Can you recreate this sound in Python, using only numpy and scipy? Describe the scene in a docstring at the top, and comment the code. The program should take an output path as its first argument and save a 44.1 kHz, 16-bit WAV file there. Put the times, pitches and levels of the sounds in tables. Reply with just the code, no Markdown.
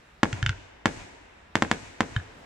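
"""Sharp bangs and lower thumps of fireworks across an open field at night, over faint night air.
Six shells burst overhead: each is a pressure spike with a bounce off the ground and a dull slap echo.
Five more leave their mortar tubes: a low thump, a muzzle crack and a short ring of the tube.
Things near the microphone scatter every bang; the far edge of the field returns a long soft wash."""
import sys
import numpy as np
from scipy import signal
from scipy.fft import rfft, irfft
from scipy.io import wavfile
from scipy.ndimage import uniform_filter1d, minimum_filter1d

SR = 44100
rng = np.random.default_rng(int(sys.argv[2]) if len(sys.argv) > 2 else 0)


def to_wav(sig):
    """Store sig (one row per channel, or 1-D mono) as 16-bit WAV at the path in sys.argv[1].

    Samples outside -1..1 are clipped; the rate is SR.
    """
    pcm = np.clip(np.atleast_2d(sig), -1, 1) * 32767
    pcm = np.round(pcm).astype(np.int16)
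    wavfile.write(sys.argv[1], SR, pcm.T)  # frames by channels


N = 108045
T = np.arange(N) / SR


def from_db(db):
    """Decibels to gain."""
    return 10 ** (np.asarray(db) / 20)


def at_hz(points, hz):
    """Read a table along log frequency."""
    table_hz, values = np.transpose(points)
    return np.interp(np.log(np.maximum(hz, 1)), np.log(table_hz), values)


def since(start_s):
    """Time elapsed after start_s, zero before it."""
    return np.maximum(T - start_s, 0)


def delayed(x, delay_s):
    """The same sound delay_s seconds later."""
    return np.interp(T - delay_s, T, x, left=0)


def ring_down(t, t60_s):
    """Exponential decay that falls 60 dB in t60_s."""
    return np.exp(-np.log(1000) * t / t60_s)


def through(x, response):
    """Send a sound through a one- or two-channel response."""
    return signal.fftconvolve(np.atleast_2d(x), np.atleast_2d(response), axes=1)[:, :N]


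def causal_filter(points, size=8192):
    """Minimum-phase response with the given colour: the cepstrum is folded onto positive time."""
    hz = np.arange(size // 2 + 1) * SR / size
    cepstrum = irfft(np.log(from_db(at_hz(points, hz))))
    cepstrum[1:size // 2] *= 2
    cepstrum[size // 2 + 1:] = 0
    return irfft(np.exp(rfft(cepstrum)))


def band_pass(x, low_hz, high_hz):
    """Keep what lies between two frequencies."""
    x = x + 1e-18  # inaudible offset keeps the filters clear of denormal numbers
    x = signal.sosfilt(signal.butter(3, low_hz, "high", fs=SR, output="sos"), x)
    return signal.sosfilt(signal.butter(6, high_hz, fs=SR, output="sos"), x)


def wander(per_s):
    """A random curve of unit size that heads for a new value per_s times a second."""
    values = rng.standard_normal(2000)
    return np.interp(T * per_s, np.arange(len(values)), values)


# likeness of the left and right channels: pitch_hz, likeness (0 unrelated, 1 identical)
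LIKENESS = [(60, .99), (200, 0.99), (450, 0.33), (1000, 0.02), (2000, 0.18), (8000, 0)]


def noise_bands():
    """Half-octave bands of stereo noise, alike in the bass and mostly unrelated above: (hz, band)."""
    edges = 22 * 2 ** (np.arange(20) / 2)
    warm_up = SR // 2  # samples dropped while the filters settle
    white = rng.standard_normal((2, 2, N + warm_up))  # neighbouring bands use different noise
    for k, (low, high) in enumerate(zip(edges, edges[1:])):
        band_filter = signal.butter(2, [low, high], "band", fs=SR, output="sos")
        mid, side = signal.sosfilt(band_filter, white[k % 2])[:, -N:]
        hz = np.sqrt(low * high)
        alike = np.clip(at_hz(LIKENESS, hz), 0, 1)
        opposed = side * [[1], [-1]]
        yield hz, np.sqrt((1 + alike) / 2) * mid + np.sqrt((1 - alike) / 2) * opposed


# colour of the night air before its overall level is set: pitch_hz, level_db (relative, per Hz)
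AIR_COLOUR = [(25, -3.5), (45, -1.5), (65, 0), (90, -7), (150, -15), (400, -17), (900, -16.5), (1300, -19),
              (2000, -19.5), (3200, -29.5), (5000, -33.5), (7500, -38), (10000, -49), (15000, -56)]
# level of the air with the lingering wash of bursts, above the rumble: time_s, level_db (relative)
BACKGROUND_LEVEL = [(0, 4.5), (.7, 1), (1.3, 2), (1.9, 6.5), (2.45, 9.5)]
AIR_DB, AIR_FLICKER_DB, RUMBLE_TOP_HZ = -54, 2, 130


def night_air():
    """A faint rumble and hiss with lingering burst wash: noise bands, each wavering on its own."""
    background_db = np.interp(T, *np.transpose(BACKGROUND_LEVEL))
    air = 0
    for hz, band in noise_bands():
        flicker_db = AIR_FLICKER_DB * wander(9.2)
        level_db = at_hz(AIR_COLOUR, hz) + flicker_db + background_db * (hz > RUMBLE_TOP_HZ)
        air = air + band * from_db(level_db)
    return from_db(AIR_DB) * air / air.std()


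# shell bursts: start_s, level_db (re a peak of 2, before colour), spike_ms (decay constant),
# bounce_ms (delay), bounce_db, slap_ms (delay), slap_db (before the slap band),
# scatter_db, wash_db (sends); bounce and slap levels are relative to the spike
BURSTS = [(0.232, 2, 0.17, 3.61, -9, 22.8, -19, -3, 0), (0.8573, 1, .1, 3.6, -11.5, 22.1, -25.5, 0, 0.5),
          (1.5549, 2.5, 0.078, 3.3, -14.5, 19, -22.5, -0.5, -1),
          (1.6230, -3, 0.14, 3.75, -8, 25.7, -18.5, 1, -6),
          (1.7143, 0.5, 0.072, 4.1, -11.5, 13.4, -26, 0.5, 0),
          (2.0064, -3, 0.13, 3.89, -8.5, 25.4, -19.5, 0.5, 2)]
# colour of a burst as the microphone and recorder give it, thin deep bass and dull top:
# pitch_hz, level_db
BURST_COLOUR = [(25, -10.5), (55, -11.5), (100, 0.5), (170, 4), (270, 5), (470, -2.5), (900, 2.5),
                (1300, 0.5), (1750, 5.5), (2500, 0.5), (4500, -6), (7600, -6), (9300, -15.5), (11000, -26),
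                (16000, -37.5)]
SLAP_LOW_HZ, SLAP_HIGH_HZ = 610, 2820


def bursts():
    """A shock spike, its ground bounce and a dull slap; returns direct sound, scatter and wash feeds."""
    direct, slaps, scatter_feed, wash_feed = np.zeros((4, N))
    for start_s, db, spike_ms, bounce_ms, bounce_db, slap_ms, slap_db, scatter_db, wash_db in BURSTS:
        decay = np.exp(-np.minimum(since(start_s) * 1000 / spike_ms, 50))
        spike = 2 * from_db(db) * (T >= start_s) * decay
        bang = spike + from_db(bounce_db) * delayed(spike, bounce_ms / 1000)
        direct += bang
        slaps += from_db(slap_db) * delayed(spike, slap_ms / 1000)
        scatter_feed += from_db(scatter_db) * bang
        wash_feed += from_db(wash_db) * spike
    direct += band_pass(slaps, SLAP_LOW_HZ, SLAP_HIGH_HZ)
    return through([direct, scatter_feed, wash_feed], causal_filter(BURST_COLOUR))


# mortar launches: start_s, thump_db, thump_hz, ring_db, pitch (ratio to the tube table),
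# tilt_db (ring, per octave above the first mode), crack_db (re an impulse of 10, before colour)
LAUNCHES = [(0.3292, -23, 103, -29.5, 0.95, 10.5, -19), (0.4278, -17, 94, -18.5, 1.095, -4, -14.5),
            (0.4630, -19.5, 93, -18.5, 1.033, 7.5, -9.5), (0.4934, -20, 95, -16.5, 1.0, -5, -12),
            (2.1638, -18, 95.7, -18, 1.05, 2.5, -25.5)]
# modes of the mortar tube: pitch_hz (before the pitch ratio), level_db (re ring_db), t60_s
TUBE_MODES = [(1555, -19, 0.012), (1613, 0.5, 0.014), (2160, -11.5, 0.0099), (2950, -6.5, .012),
              (3520, -15, 0.019), (5460, -45, 0.027), (6500, -17, 0.0057)]
# colour of the muzzle crack: pitch_hz, level_db
CRACK_COLOUR = [(300, -33.5), (900, -34.5), (1400, 5.5), (2200, 1.5), (3100, -0.5), (4400, -7.5),
                (6500, -15), (8500, -26.5), (11000, -50.5), (16000, -50.5)]
# dull echoes of the tube: delay_s, level_db
TUBE_ECHOES = [(.0098, -14.5), (0.0354, -14)]
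THUMP_DECAY_S, THUMP_LEAD_S = .003, 0.00092  # the thump starts this much before the crack
BOOM_DB, BOOM_HZ, BOOM_T60_S = -17.5, 101, 0.064  # level relative to the thump
TUBE_LOW_HZ, TUBE_HIGH_HZ, TUBE_ECHO_HIGH_HZ = 1190, 6500, 2060


def launches():
    """The lift charge heaves the air, cracks at the muzzle and rings the tube: (thumps, knocks)."""
    thumps, rings, cracks = np.zeros((3, N))
    for start_s, thump_db, thump_hz, ring_db, pitch, tilt_db, crack_db in LAUNCHES:
        t = since(start_s - THUMP_LEAD_S)
        push = t ** 2 * np.exp(-t / THUMP_DECAY_S)
        swing = push / push.max() * np.sin(2 * np.pi * thump_hz * t)
        boom = from_db(BOOM_DB) * np.sin(2 * np.pi * BOOM_HZ * t) * ring_down(t, BOOM_T60_S)
        thumps += from_db(thump_db) * (swing + boom)

        t = since(start_s)
        for mode_hz, mode_db, t60_s in TUBE_MODES:
            tilted_db = tilt_db * np.log2(mode_hz / TUBE_MODES[0][0])
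            chance_db = rng.standard_normal()
            strength = from_db(ring_db + mode_db + tilted_db + chance_db)
            rings += strength * np.sin(2 * np.pi * mode_hz * pitch * t) * ring_down(t, t60_s)
        cracks[int(start_s * SR)] += 10 * from_db(crack_db)

    knocks = band_pass(rings, TUBE_LOW_HZ, TUBE_HIGH_HZ)
    knocks = knocks + through(cracks, causal_filter(CRACK_COLOUR))[0]
    dull = band_pass(knocks, TUBE_LOW_HZ, TUBE_ECHO_HIGH_HZ)
    tube_echoes = sum(from_db(db) * delayed(dull, delay_s) for delay_s, db in TUBE_ECHOES)
    return thumps, knocks + tube_echoes


# reflections from things by the microphone, before the bass is cut: delay_ms, left_db, right_db
REFLECTIONS = [(.14, -9.5, -15.5), (.66, -14.5, -32.5), (1.06, -15, -19), (2.9, -13, -27.5),
               (13.2, -25.5, -24.5)]
REFLECTION_LOW_HZ = 348
SPRAY_DB, SPRAY_T60_S, SPRAY_LOW_HZ, SPRAY_HIGH_HZ = -6.5, .018, 2200, 10300


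def close_reflections():
    """Direct path, a few reflections thin in bass and a fine bright spray, different at each ear."""
    fade = ring_down(T, SPRAY_T60_S)
    spray = band_pass(rng.standard_normal((2, N)), SPRAY_LOW_HZ, SPRAY_HIGH_HZ)
    spray = spray * fade / np.linalg.norm(fade)
    taps = 0
    for delay_ms, left_db, right_db in REFLECTIONS:
        tap = np.maximum(1 - np.abs(T - delay_ms / 1000) * SR, 0)  # impulse between samples
        taps = taps + from_db([[left_db], [right_db]]) * tap
    bass_cut = signal.butter(1, REFLECTION_LOW_HZ, "high", fs=SR, output="sos")
    taps = signal.sosfilt(bass_cut, taps + 1e-18)
    return (T == 0) + taps + from_db(SPRAY_DB) * spray


def echoes(colour, envelope_at):
    """Response of countless small echoes: noise bands, each under its own envelope."""
    response = 0
    for hz, band in noise_bands():
        envelope = envelope_at(hz)
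        response = response + band * envelope * from_db(at_hz(colour, hz)) / np.linalg.norm(envelope)
    return response


def dying(t60s, delay_s, rise_s):
    """Envelope that builds up, then dies at each band's own rate."""
    t = since(delay_s)
    onset = 1 - np.exp(-t / rise_s)
    return lambda hz: onset * ring_down(t, at_hz(t60s, hz))


# colour of the scatter from things close by: pitch_hz, level_db
SCATTER_COLOUR = [(60, 5.5), (200, -8), (450, -4), (1000, -14), (2000, -13), (4000, -10.5), (9000, -9.5),
                  (13000, -3)]
# how long the scatter lasts: pitch_hz, t60_s
SCATTER_T60 = [(80, 0.22), (300, 0.24), (1000, 0.24), (3000, 0.18), (10000, 0.16)]
SCATTER_DELAY_S, SCATTER_RISE_S = 0.0013, 0.00084
SCATTER_LUMPS_PER_S, SCATTER_LUMP_DB = 420, 3


def near_scatter():
    """Response of things close by: a lumpy run of echoes that dies quickly."""
    fade = dying(SCATTER_T60, SCATTER_DELAY_S, SCATTER_RISE_S)
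    lumps = from_db(SCATTER_LUMP_DB * wander(SCATTER_LUMPS_PER_S))
    return echoes(SCATTER_COLOUR, lambda hz: fade(hz) * lumps)


# colour of the wash from the far edge of the field: pitch_hz, level_db (before panning)
WASH_COLOUR = [(60, -30), (200, -22), (450, -13), (900, -18), (1300, -24), (2000, -19), (4000, -15.5),
               (7000, -9), (9500, -8.5), (13000, -11)]
# how long the wash lasts: pitch_hz, t60_s
WASH_T60 = [(100, 1.06), (700, 2.2), (2000, 3.2), (4500, 1.23), (10000, 0.96)]
# colour of one broad echo that stands out of the wash: pitch_hz, level_db (before panning)
FAR_ECHO_COLOUR = [(60, -2), (170, -18.5), (300, -28), (900, -22), (1300, -29.5), (1900, -22),
                   (4000, -20.5), (8000, -18), (14000, -15)]
WASH_DELAY_S, WASH_RISE_S = 0.0094, 0.024
FAR_ECHO_S, FAR_ECHO_WIDTH_S = 0.14, 0.046
WASH_LEFT_EARLY_MS, WASH_LEFT_DB = 0.8, 1.06


def far_field():
    """Response of the field's far edge: a long wash with one broad echo, coming from the left."""
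    swell = np.exp(-.5 * ((T - FAR_ECHO_S) / FAR_ECHO_WIDTH_S) ** 2)
    wash = echoes(WASH_COLOUR, dying(WASH_T60, WASH_DELAY_S, WASH_RISE_S))
    left, right = wash + echoes(FAR_ECHO_COLOUR, lambda hz: swell)
    return np.array([left * from_db(WASH_LEFT_DB), delayed(right, WASH_LEFT_EARLY_MS / 1000)])


# sends of the launches into scatter and wash
THUMP_SCATTER_DB, THUMP_WASH_DB = -7, -20.5
KNOCK_SCATTER_DB, KNOCK_WASH_DB = 0, -5
LEFT_LATE_MS, LEFT_DB = 0.029, -1  # the direct sound at the left ear


def scene():
    """Bursts and launches heard directly, scattered close by and returned from afar, over night air."""
    air = night_air()
    bangs, scatter_feed, wash_feed = bursts()
    thumps, knocks = launches()
    left, right = through(bangs + thumps + knocks, close_reflections())
    direct = np.array([from_db(LEFT_DB) * delayed(left, LEFT_LATE_MS / 1000), right])
    scatter_feed = scatter_feed + from_db(THUMP_SCATTER_DB) * thumps + from_db(KNOCK_SCATTER_DB) * knocks
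    wash_feed = wash_feed + from_db(THUMP_WASH_DB) * thumps + from_db(KNOCK_WASH_DB) * knocks
    near = through(scatter_feed, near_scatter())
    far = through(wash_feed, far_field())
    return direct + near + far + air


CEILING, TOP_STOP_HZ = .98, 17000  # limiter ceiling before the top cut; full 70 dB cut from here up


def record(dry):
    """A fast look-ahead limiter tames the spikes, then a steep low-pass cuts the top."""
    needed_gain = CEILING / np.maximum(np.abs(dry), CEILING)
    gain = uniform_filter1d(minimum_filter1d(needed_gain, size=31), size=31)  # sizes in samples
    top_cut = signal.cheby2(12, 70, TOP_STOP_HZ, fs=SR, output="sos")
    return signal.sosfilt(top_cut, dry * gain)


dry = scene()
out = record(dry)
to_wav(out)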